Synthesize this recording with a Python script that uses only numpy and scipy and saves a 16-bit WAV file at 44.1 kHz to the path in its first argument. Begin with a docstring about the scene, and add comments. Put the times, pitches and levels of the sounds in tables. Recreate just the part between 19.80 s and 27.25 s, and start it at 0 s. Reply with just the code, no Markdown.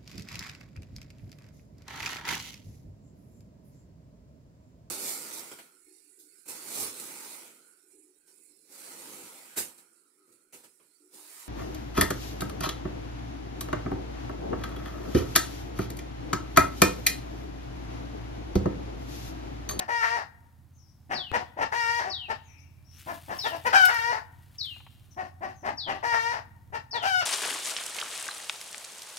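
"""A hen's drawn-out call, a few metres to the left in an orchard, opens a cackle: runs of short clucks,
low murmurs, more calls and two high squawks, all syrinx pulses ringing her throat and beak.
A small bird repeats a falling whistle over faint far tweets. Close by, leaves rustle and tick, dry wood
is tapped and the microphone housing is bumped. A slow engine thuds far off in a light breeze.
Ground, trunks and walls scatter the hen and the birds."""
import sys
import numpy as np
from scipy import signal
from scipy.fft import rfft, irfft, next_fast_len
from scipy.io import wavfile
from scipy.ndimage import uniform_filter1d

SR = 44100
rng = np.random.default_rng(int(sys.argv[2]) if len(sys.argv) > 2 else 0)


def digitize_waveform(pressure):
    """Quantize a signal to 16-bit integers and store it at the path in sys.argv[1].

    Rows of a 2-D input are taken as channels; values are limited to [-1, 1].
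    """
    field = np.atleast_2d(pressure).T
    bounded = np.clip(field, -1, 1)
    quanta = np.round(bounded * 32767).astype(np.int16)
    wavfile.write(sys.argv[1], SR, quanta)


N = 328711
TIME_S = np.arange(N) / SR
TOP_HZ = 15800


def undb(db):
    """Decibels to gain."""
    return 10 ** (np.asarray(db) / 20)


def unit(x):
    """Scale to rms 1."""
    return x / np.sqrt(np.mean(x ** 2) + 1e-20)


def steady(x):
    """Hold the rms at 1 over a 25 ms window."""
    return x / np.sqrt(uniform_filter1d(x ** 2, size=1100) + 1e-12)


def ramp(x):
    """Clip to 0-1."""
    return np.clip(x, 0, 1)


def add(track, start_s, x):
    """Mix x into the track from start_s on."""
    i = int(start_s * SR)
    x, i = x[max(-i, 0):], max(i, 0)
    track[i:i + len(x)] += x[:N - i]


def walk(n, rate_hz):
    """Smooth random curve, spread near 1."""
    steps = np.arange(n) * rate_hz / SR
    return 1.2 * np.interp(steps, np.arange(4096), rng.standard_normal(4096))


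def colour(x, response):
    """Minimum-phase filter from (frequency [Hz], gain [dB]) points."""
    size = next_fast_len(len(x) + 4096) // 2 * 2
    hz, db = np.transpose(response)
    bin_hz = np.arange(size // 2 + 1) * SR / size
    gain = undb(np.interp(np.log(bin_hz + 1), np.log(hz), db))
    cepstrum = irfft(np.log(gain))
    cepstrum[1:size // 2] *= 2
    cepstrum[size // 2 + 1:] = 0
    return irfft(rfft(x, size) * np.exp(rfft(cepstrum)))[:len(x)]


def lowpass(x, hz):
    """Steep, zero-phase low-pass."""
    return signal.sosfiltfilt(signal.butter(4, hz, fs=SR, output="sos"), x)


# breeze spectrum: (frequency [Hz], gain [dB])
BREEZE_EQ = [(15, -43), (25, -16.5), (66, -7), (101, -8), (204, -12), (289, -16), (445, -30.5), (804, -26),
             (2630, -38.5), (8130, -41.5), (11500, -39.5), (15500, -40.5)]


def breeze(level_db=-63, side_db=-4):
    """Faint moving air, swelling slowly."""
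    mid, left, right = (unit(colour(rng.standard_normal(N), BREEZE_EQ)) for _ in range(3))
    return undb(level_db + walk(N, 3.0)) * (mid + undb(side_db) * np.array([left, right]))


# engine run: (time [s], firing rate [Hz], level [dB])
ENGINE_RUN = [(0.0, 16.4, -57.5), (2.55, 17.1, -54), (7.45, 18.2, -53)]
# distant exhaust: (frequency [Hz], gain [dB])
EXHAUST_EQ = [(25, -35), (48, -11.5), (65, -22), (84, 2.5), (105, -7), (135, -5), (175, -26), (260, -29),
              (500, -56.5)]


def far_engine(gain_db=-1, rumble_db=-5):
    """One exhaust thud per firing; distance leaves only the bass and blurs part of it into a rumble."""
    times_s, rates_hz, levels_db = np.transpose(ENGINE_RUN)
    rate_hz = np.interp(TIME_S, times_s, rates_hz) * (1 + .015 * walk(N, 16))
    level_db = np.interp(TIME_S, times_s, levels_db)
    firings = np.diff(np.floor(np.cumsum(rate_hz) / SR), prepend=0)
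    thuds = unit(colour(firings * undb(1.2 * walk(N, 16)), EXHAUST_EQ))
    rumble = np.array([unit(colour(rng.standard_normal(N), EXHAUST_EQ)) for _ in range(2)])
    return undb(level_db + gain_db) * (thuds + undb(rumble_db) * rumble)


def bird_tone(hz, waver):
    """A nearly pure note with random pitch waver."""
    wavering_hz = hz * (1 + waver * walk(len(hz), 250))
    return np.sqrt(2) * np.sin(2 * np.pi * np.cumsum(wavering_hz) / SR)


# far tweets: (time [s], length [s], start pitch [Hz], end pitch [Hz], level [dB])
FAR_TWEETS = [(.93, 0.14, 6540, 5200, -70.5), (1.046, 0.083, 5140, 6300, -73),
              (2.626, 0.15, 6660, 5300, -68.5), (2.636, 0.14, 2300, 2450, -72),
              (2.765, 0.076, 5150, 6200, -68.5), (3.033, 0.19, 5300, 6500, -66.5),
              (5.305, 0.036, 6039, 5380, -63.5), (5.739, 0.11, 6770, 5400, -68.5)]


def far_birds():
    """Thin, faint slurs; the low one is hoarse."""
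    out = np.zeros(N)
    for start_s, length_s, from_hz, to_hz, db in FAR_TWEETS:
        n = int(length_s * SR)
        slur = bird_tone(np.geomspace(from_hz, to_hz, n), waver=.1 if from_hz < 3000 else .05)
        add(out, start_s, undb(db) * np.hanning(n) ** .5 * slur)
    return out


# taps on wood: (time [s], level [dB])
WOOD_TAPS = [(4.963, -43), (5.003, -43), (5.065, -40.5)]


def wood_taps(ring_s=.007):
    """Light taps on dry wood: short, hollow ticks."""
    out, t = np.zeros(N), np.arange(2000) / SR
    for start_s, db in WOOD_TAPS:
        add(out, start_s, undb(db) * np.exp(-t / ring_s) * rng.standard_normal(len(t)))
    return colour(out, [(400, -11.5), (950, 8.5), (1600, -4), (2800, 0.5), (6000, -29)])


# bumps: (time [s], thump level [dB], click level [dB])
HOUSING_BUMPS = [(1.516, -27, -27), (1.628, -40, -44), (6.904, -40, -66)]


def housing_bumps(thump_hz=95, thump_s=0.01, click_s=0.00089):
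    """The bumped microphone housing gives a click and a short low thud."""
    out, t = np.zeros(N), np.arange(4000) / SR
    for start_s, thump_db, click_db in HOUSING_BUMPS:
        impact = np.exp(-t / click_s) * rng.standard_normal(len(t))
        click = colour(impact, [(60, 3), (300, 25), (2000, 14.5), (12000, -16)])
        thump = np.exp(-t / thump_s) * np.sin(2 * np.pi * thump_hz * t)
        add(out, start_s, undb(thump_db) * thump + undb(click_db) * click)
    return out


# rustle envelope: (time [s], level [dB])
LEAF_RUSTLE = [(3.08, -77), (3.2, -50.5), (3.35, -50), (3.42, -55.5), (3.7, -49.5), (3.8, -55), (4.08, -44),
               (4.45, -70), (4.85, -61.5), (5.35, -68.5)]
# leaf and twig ticks: (time [s], level [dB])
LEAF_TICKS = [(3.3433, -52), (3.4845, -53), (3.6814, -42), (3.7626, -48), (3.8646, -41), (4.0521, -23),
              (4.142, -37.5), (4.8534, -50.5), (4.932, -70)]
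# leaf spectrum: (frequency [Hz], gain [dB])
LEAF_EQ = [(400, -28.5), (1200, -5), (3000, 2), (6000, -7), (9000, -4.5), (13000, -4), (16000, -7)]


def leaves(rustle_db=2, grain_db=4, tick_db=3, tick_s=0.011):
    """Leaves brush in dense tiny scrapes, with a few sharper ticks."""
    level_db = np.interp(TIME_S, *np.transpose(LEAF_RUSTLE), left=-120, right=-120)
    noise = rng.standard_normal(N)
    grains = np.repeat(rng.standard_normal(N // 32 + 1), 32)[:N]
    out = unit(noise * undb(grain_db * grains)) * undb(level_db + rustle_db + 2.0 * walk(N, 40))
    t = np.arange(2000) / SR
    for start_s, db in LEAF_TICKS:
        add(out, start_s, undb(db + tick_db) * np.exp(-t / tick_s) * rng.standard_normal(len(t)))
    return colour(out, LEAF_EQ)


# whistles: (time [s], level [dB])
NEAR_WHISTLES = [(1.34, -34), (2.297, -35), (3.585, -36), (4.782, -34.5), (5.972, -34), (7.109, -34)]


def near_bird(gain_db=-2.0, length_s=.195, attack_s=0.0058, release_s=0.055, fade_db_per_s=67.5,
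              start_hz=5950, knee_s=.016, fall_power=.325, end_drop=.08):
    """A fluttering, fading whistle dives fast, then ever more slowly, and drops a little as it dies."""
    out, t = np.zeros(N), np.arange(0, length_s, 1 / SR)
    dying = ramp(1 - (length_s - t) / release_s)
    hz = start_hz * (1 + t / knee_s) ** -fall_power * (1 - end_drop * dying)
    envelope = ramp(t / attack_s) * (1 - dying) * undb(-fade_db_per_s * t)
    for start_s, db in NEAR_WHISTLES:
        flutter_db = 3 * walk(len(t), 90)
        add(out, start_s, envelope * undb(db + gain_db + flutter_db) * bird_tone(hz, waver=.014))
    return out


# hen's throat and beak: (frequency [Hz], gain [dB])
THROAT_EQ = [(150, -17.5), (300, -3.5), (470, -2), (720, 8), (940, 3.5), (1170, -4), (1450, -7),
             (1880, -6.5), (2250, -15.5), (2850, -21.5), (3400, -33.5), (5200, -32.5), (8000, -41.5),
             (15000, -50.5)]


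def hen_voice(hz, rough, doubling, second_db, treble_db, neck_db):
    """Syrinx pulses, uneven when rough, ring the throat; levels are relative to the first resonance."""
    n, rough = len(hz), ramp(rough)
    jitter = (.0015 + .12 * rough) * walk(n, 600) + .0015 * walk(n, 60)
    phase = 2 * np.pi * np.cumsum(hz * (1 + jitter)) / SR
    harmonics = np.arange(1, int(TOP_HZ / np.mean(hz)) + 1)
    pulses = unit(np.cos(np.outer(phase, harmonics)).sum(axis=1))
    pulses *= undb(4.4 * rough * np.tanh(walk(n, 400)))
    pulses *= 1 + doubling * np.cos(phase / 2)  # strong and weak beats alternate
    rasp = rng.standard_normal(n) * (1 + np.cos(phase))  # air escapes once a cycle
    hiss = rasp - lowpass(rasp, 3200)
    sound = colour(pulses + (0.0281 + 1.23 * rough) * rasp + .3 * hiss, THROAT_EQ)
    pitch_hz = np.median(hz)
    for near_hz, q, lift in ((850, 25.0, 0.57), (1762, 5.3, 0.91)):
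        tuned_hz = np.round(near_hz / pitch_hz) * pitch_hz  # resonance on the nearest harmonic
        sound = sound + lift * signal.lfilter(*signal.iirpeak(tuned_hz, q, fs=SR), sound)
    first, both = lowpass(sound, 1200), lowpass(sound, 2500)
    second, treble = both - first, sound - both
    neck = undb(neck_db) * np.sin(phase)  # the fundamental also leaves through the skin
    return neck + steady(first) + undb(second_db) * steady(second) + undb(treble_db) * steady(treble)


def push_of_air(length_s, hz, rough, second_db, treble_db, neck_db, arch=.3, skew=1.1, opening_db=14):
    """One short push swells from a low grunt; the beak opens with the pressure."""
    push = np.abs(np.sin(np.pi * np.linspace(0, 1, int(length_s * SR)) ** skew))
    shut = (1 - push) ** 1.5
    muffle_db = opening_db * shut
    sound = hen_voice(hz * (1 - arch * shut), rough + 0.36 * shut, 0,
                      second_db - muffle_db / 2, treble_db - muffle_db, neck_db + 1.5 * muffle_db)
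    return push ** 1.26 * sound


# murmurs trailing some clucks and calls: (time [s], pitch [Hz], level [dB])
HEN_MURMURS = [(1.345, 369.4, -41), (1.572, 375.4, -40), (2.242, 383.6, -35.5), (3.312, 342.6, -48),
               (3.531, 345.7, -47), (3.707, 333.3, -35.5), (3.882, 443, -42), (5.413, 376, -44.5),
               (5.66, 383, -43), (6.122, 387, -41)]


def hen_murmurs(gain_db=2, length_s=.088, lead_s=.008):
    """The last air leaves through the shut beak as a soft, dull, nearly level note."""
    out = np.zeros(N)
    for start_s, hz, db in HEN_MURMURS:
        sound = push_of_air(length_s, hz, rough=.35, second_db=-12, treble_db=-18, neck_db=-12, arch=.15)
        add(out, start_s - lead_s, undb(db + gain_db) * sound)
    return out


# clucks: (time [s], length [s], pitch [Hz], level [dB], relative treble [dB], roughness [0-1])
HEN_CLUCKS = [ (-.025, 0.076, 372, -39, -14.5, .6), (1.298, 0.064, 389, -32, -11.5, 0.84),
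              (1.526, 0.062, 480.4, -27, -12.5, 0.44), (1.769, 0.061, 397.5, -32.5, -20.5, 0.85),
              (1.803, 0.053, 461, -28, -13, 0.37), (2.487, 0.054, 454.8, -32, -14, 0.48),
              (3.264, 0.077, 347.7, -36, -18, 0.59), (3.482, 0.078, 364.7, -35, -17, 0.71),
              (3.643, 0.05, 464, -29.5, -12, 0.38), (3.85, 0.05, 495.2, -26, -10.5, 0.18),
              (5.368, .07, 386.8, -32.5, -22.5, 0.32), (5.61, 0.072, 385.7, -33, -21.5, 0.36),
              (5.829, .1, 389.8, -31.5, -17.5, 0.74), (6.067, 0.078, 398.4, -30.5, -16, 0.72),
              (6.925, 0.066, 460.7, -35, -13, 0.29), (7.13, 0.066, 484, -32.5, -14, .2)]
# half-open beak: (frequency [Hz], gain [dB])
CLUCK_BEAK_EQ = [(250, 2), (380, -6), (500, -1), (750, -1.5), (1300, 1), (2000, 0), (2650, 0.5),
                 (3800, -0.5), (6000, -0.5), (9000, -1.5)]


def hen_clucks(gain_db=2, lead_s=.006, mid_pitch_hz=420, neck_db=-11, neck_db_per_octave=-12):
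    """A wider beak lifts the treble and, less, the second resonance; lower clucks have more body."""
    out = np.zeros(N)
    for start_s, length_s, hz, db, treble_db, rough in HEN_CLUCKS:
        body_db = neck_db + neck_db_per_octave * np.log2(hz / mid_pitch_hz)
        second_db = 2.5 + 0.61 * treble_db
        sound = push_of_air(length_s + lead_s, hz, rough, second_db, treble_db, body_db)
        add(out, start_s - lead_s, undb(db + gain_db) * sound)
    return colour(out, CLUCK_BEAK_EQ)


def call_stages(harsh_s, hold_s, collapse_s, clear_rough, harsh_rough, edge_s=0.013, break_s=.02):
    """A call starts harsh, holds a clear note from t = 0, then breaks."""
    t = np.arange(-harsh_s, hold_s + collapse_s, 1 / SR)
    unsettled, collapsed = ramp(-t / harsh_s), ramp((t - hold_s) / collapse_s)
    rough = clear_rough + harsh_rough * (ramp(1.3 * unsettled) + ramp((t - hold_s) / break_s))
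    gate = ramp(np.minimum(t - t[0], t[-1] - t) / edge_s)
    return t, unsettled, collapsed, rough, gate


# squawks: (time [s], harsh start [s], hold [s], collapse [s], first resonance [dB],
# second resonance [dB], treble [dB], fade [dB/s])
HEN_SQUAWKS = [ (3.923, .04, .136, 0.026, -31, -18.5, -33.5, 38.5),
               (7.216, .056, .134, 0.037, -36, -31.5, -40.5, -27.5)]
# piercing ring of the stretched neck: (frequency [Hz], gain [dB])
STRETCHED_NECK_EQ = [(400, -3), (750, 0), (1500, 2.5), (2200, -5), (2950, 4.5), (3800, 0), (9000, 0)]


def hen_squawks(from_hz=795, to_hz=729.5, settle_s=0.047, scoop=.22, droop=0.2, start_db=-6,
                collapse_db=-7, shut_db=-6, overshoot_db=6, burst_db=4, burst_s=0.034, waver_db=1.4):
    """The voice bursts into its high register, overshoots into the first resonance and settles."""
    out = np.zeros(N)
    for start_s, harsh_s, hold_s, collapse_s, first_db, second_db, treble_db, fade_db_s in HEN_SQUAWKS:
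        t, unsettled, collapsed, rough, gate = call_stages(
            harsh_s, hold_s, collapse_s, clear_rough=0.01, harsh_rough=.85)
        held_s = np.clip(t, 0, hold_s)
        overshoot = np.exp(-(held_s / settle_s) ** 1.4)
        hz = to_hz + (from_hz - to_hz) * overshoot
        hz *= 1 - scoop * unsettled ** 2 - droop * collapsed
        burst = np.exp(-(t / burst_s + .5) ** 2)
        effort_db = start_db * unsettled + burst_db * burst + collapse_db * collapsed - fade_db_s * held_s
        low_db = first_db + overshoot_db * overshoot
        beak_db = shut_db * (unsettled + collapsed)  # widest on the held note
        mid_db = second_db + beak_db + waver_db * walk(len(t), 32)
        sound = hen_voice(hz, rough + .2 * burst, 0, mid_db - low_db, treble_db - low_db, neck_db=-34)
        add(out, start_s, gate * undb(effort_db + low_db) * sound)
    return colour(out, STRETCHED_NECK_EQ)


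# voice cracks: (time [s], half length [s], depth [0-1], doubling decay [s])
VOICE_CRACKS = [(0.247, .03, 0.53, 0.11), (6.348, 0.027, 0.4, 0.01)]


def voice_cracks(time_s, doubling=0.064):
    """The voice cracks briefly; period doubling lingers after it."""
    crack = 0
    for crack_s, half_s, depth, linger_s in VOICE_CRACKS:
        since_s = time_s - crack_s
        crack += depth * np.exp(-(since_s / half_s) ** 2)
        doubling += depth * ramp(1 + since_s / half_s) * np.exp(-np.maximum(since_s, 0) / linger_s)
    return crack, doubling


# long calls: (time [s], hold [s], pitch [Hz], sag [share of pitch], lowest point [share of hold],
# low band [dB], low-band dip [dB], upper band [dB], treble [dB])
HEN_CALLS = [ (0.078, 0.23, 473.8, .034, 0.54, -33, 9, -35.5, -46),
             (1.916, .222, 476.3, .028, .33, -33, -1, -32.5, -42.5),
             (4.078, .186, 479.8, .045, .26, -31.5, 8.5, -31.5, -44),
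             (6.226, .24, 475.8, 0.047, 0.42, -32.5, -0.5, -33, -45)]
# wide-open beak, thinning the fundamental: (frequency [Hz], gain [dB])
OPEN_BEAK_EQ = [(450, -5), (700, 1), (1900, 0), (2800, -1.5), (3500, 2), (5500, 4), (9000, 1.5)]


def hen_calls(harsh_s=.05, collapse_s=.088, scoop=.12, droop=.13, start_db=1.0, collapse_db=-11,
              swell_db=4, harsh_treble_db=-5, crack_db=6, crack_rough=0.44, waver_db=2.3):
    """The held note sags and recovers; as it sags, its upper band swells and, in some calls,
    its lower band dips."""
    out = np.zeros(N)
    for start_s, hold_s, pitch_hz, sag_share, lowest, lower_db, dip_db, upper_db, treble_db in HEN_CALLS:
        t, unsettled, collapsed, rough, gate = call_stages(
            harsh_s, hold_s, collapse_s, clear_rough=0.045, harsh_rough=0.794)
        sag = np.sin(np.pi / 2 * np.interp(t / hold_s, [0, lowest, 1], [0, 1, 0])) ** 1.3
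        crack, doubling = voice_cracks(start_s + harsh_s + t)
        rough += crack_rough * crack
        hz = pitch_hz * (1 - sag_share * sag - scoop * unsettled ** 2 - droop * collapsed)
        effort_db = start_db * unsettled + collapse_db * collapsed + crack_db * crack
        low_db = lower_db - dip_db * sag * (1 - ramp(crack)) + waver_db * walk(len(t), 25)
        mid_db = upper_db + swell_db * sag + waver_db * walk(len(t), 24.5)
        high_db = treble_db + harsh_treble_db * (unsettled + collapsed)
        sound = hen_voice(hz, rough, doubling, mid_db - low_db, high_db - low_db, neck_db=-34)
        add(out, start_s, gate * undb(effort_db + low_db) * sound)
    return colour(out, OPEN_BEAK_EQ)


# ground and trunk reflections: (frequency [Hz], gain [dB])
SCATTER_EQ = [(100, 14.5), (400, 2), (2000, 2.5), (5000, 11), (9000, 0.5), (15000, -21.5)]


def orchard(x, left_db, lag_ms, early_db, late_db, early_t60_s=0.23, late_t60_s=0.82, shadow_hz=550):
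    """Place a source on the left; ground and trunks scatter it, far walls add a tail."""
    t = np.arange(SR) / SR
    out = []
    for side, delay_ms in ((1, 0), (-1, lag_ms)):
        direct = np.interp(TIME_S - delay_ms / 1000, TIME_S, x, left=0)
        sparse = rng.standard_normal(SR) * (rng.random(SR) < .03)
        early = colour(sparse * undb(-60 * t / early_t60_s) * (t > .002), SCATTER_EQ)
        late = lowpass(rng.standard_normal(SR), 4500) * undb(-60 * t / late_t60_s) * ramp(t / .04)
        echoes = (undb(early_db) * unit(early) + undb(late_db) * unit(late)) / np.sqrt(SR)
        heard = direct + signal.fftconvolve(x, echoes)[:N]
        bass = lowpass(heard, shadow_hz)  # long waves bend round the housing
        out.append(bass + undb(side * left_db / 2) * (heard - bass))
    return np.array(out)


def scene():
    """Stereo mix: hen and birds among the trees, small noises close by, engine and breeze behind."""
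    cackle = hen_calls() + hen_squawks() + hen_clucks() + hen_murmurs()
    hen = orchard(cackle, left_db=7, lag_ms=0.34, early_db=-4.5, late_db=-28.5)
    bird = orchard(near_bird(), left_db=6.0, lag_ms=0.062, early_db=-7.0, late_db=-19.5)
    tweets = undb(0.5) * orchard(far_birds(), left_db=13.5, lag_ms=0, early_db=-5.5, late_db=4)
    close = np.outer(undb([2, -1]), leaves()) + np.outer(undb([2, -10]), housing_bumps()) + wood_taps()
    background = undb([[-1], [1]]) * far_engine() + breeze()
    return background + tweets + close + bird + hen


def record(dry):
    """Steep low-pass at TOP_HZ."""
    return signal.sosfilt(signal.ellip(10, .2, 70, TOP_HZ, fs=SR, output="sos"), dry)


dry = scene()
out = record(dry)
digitize_waveform(out)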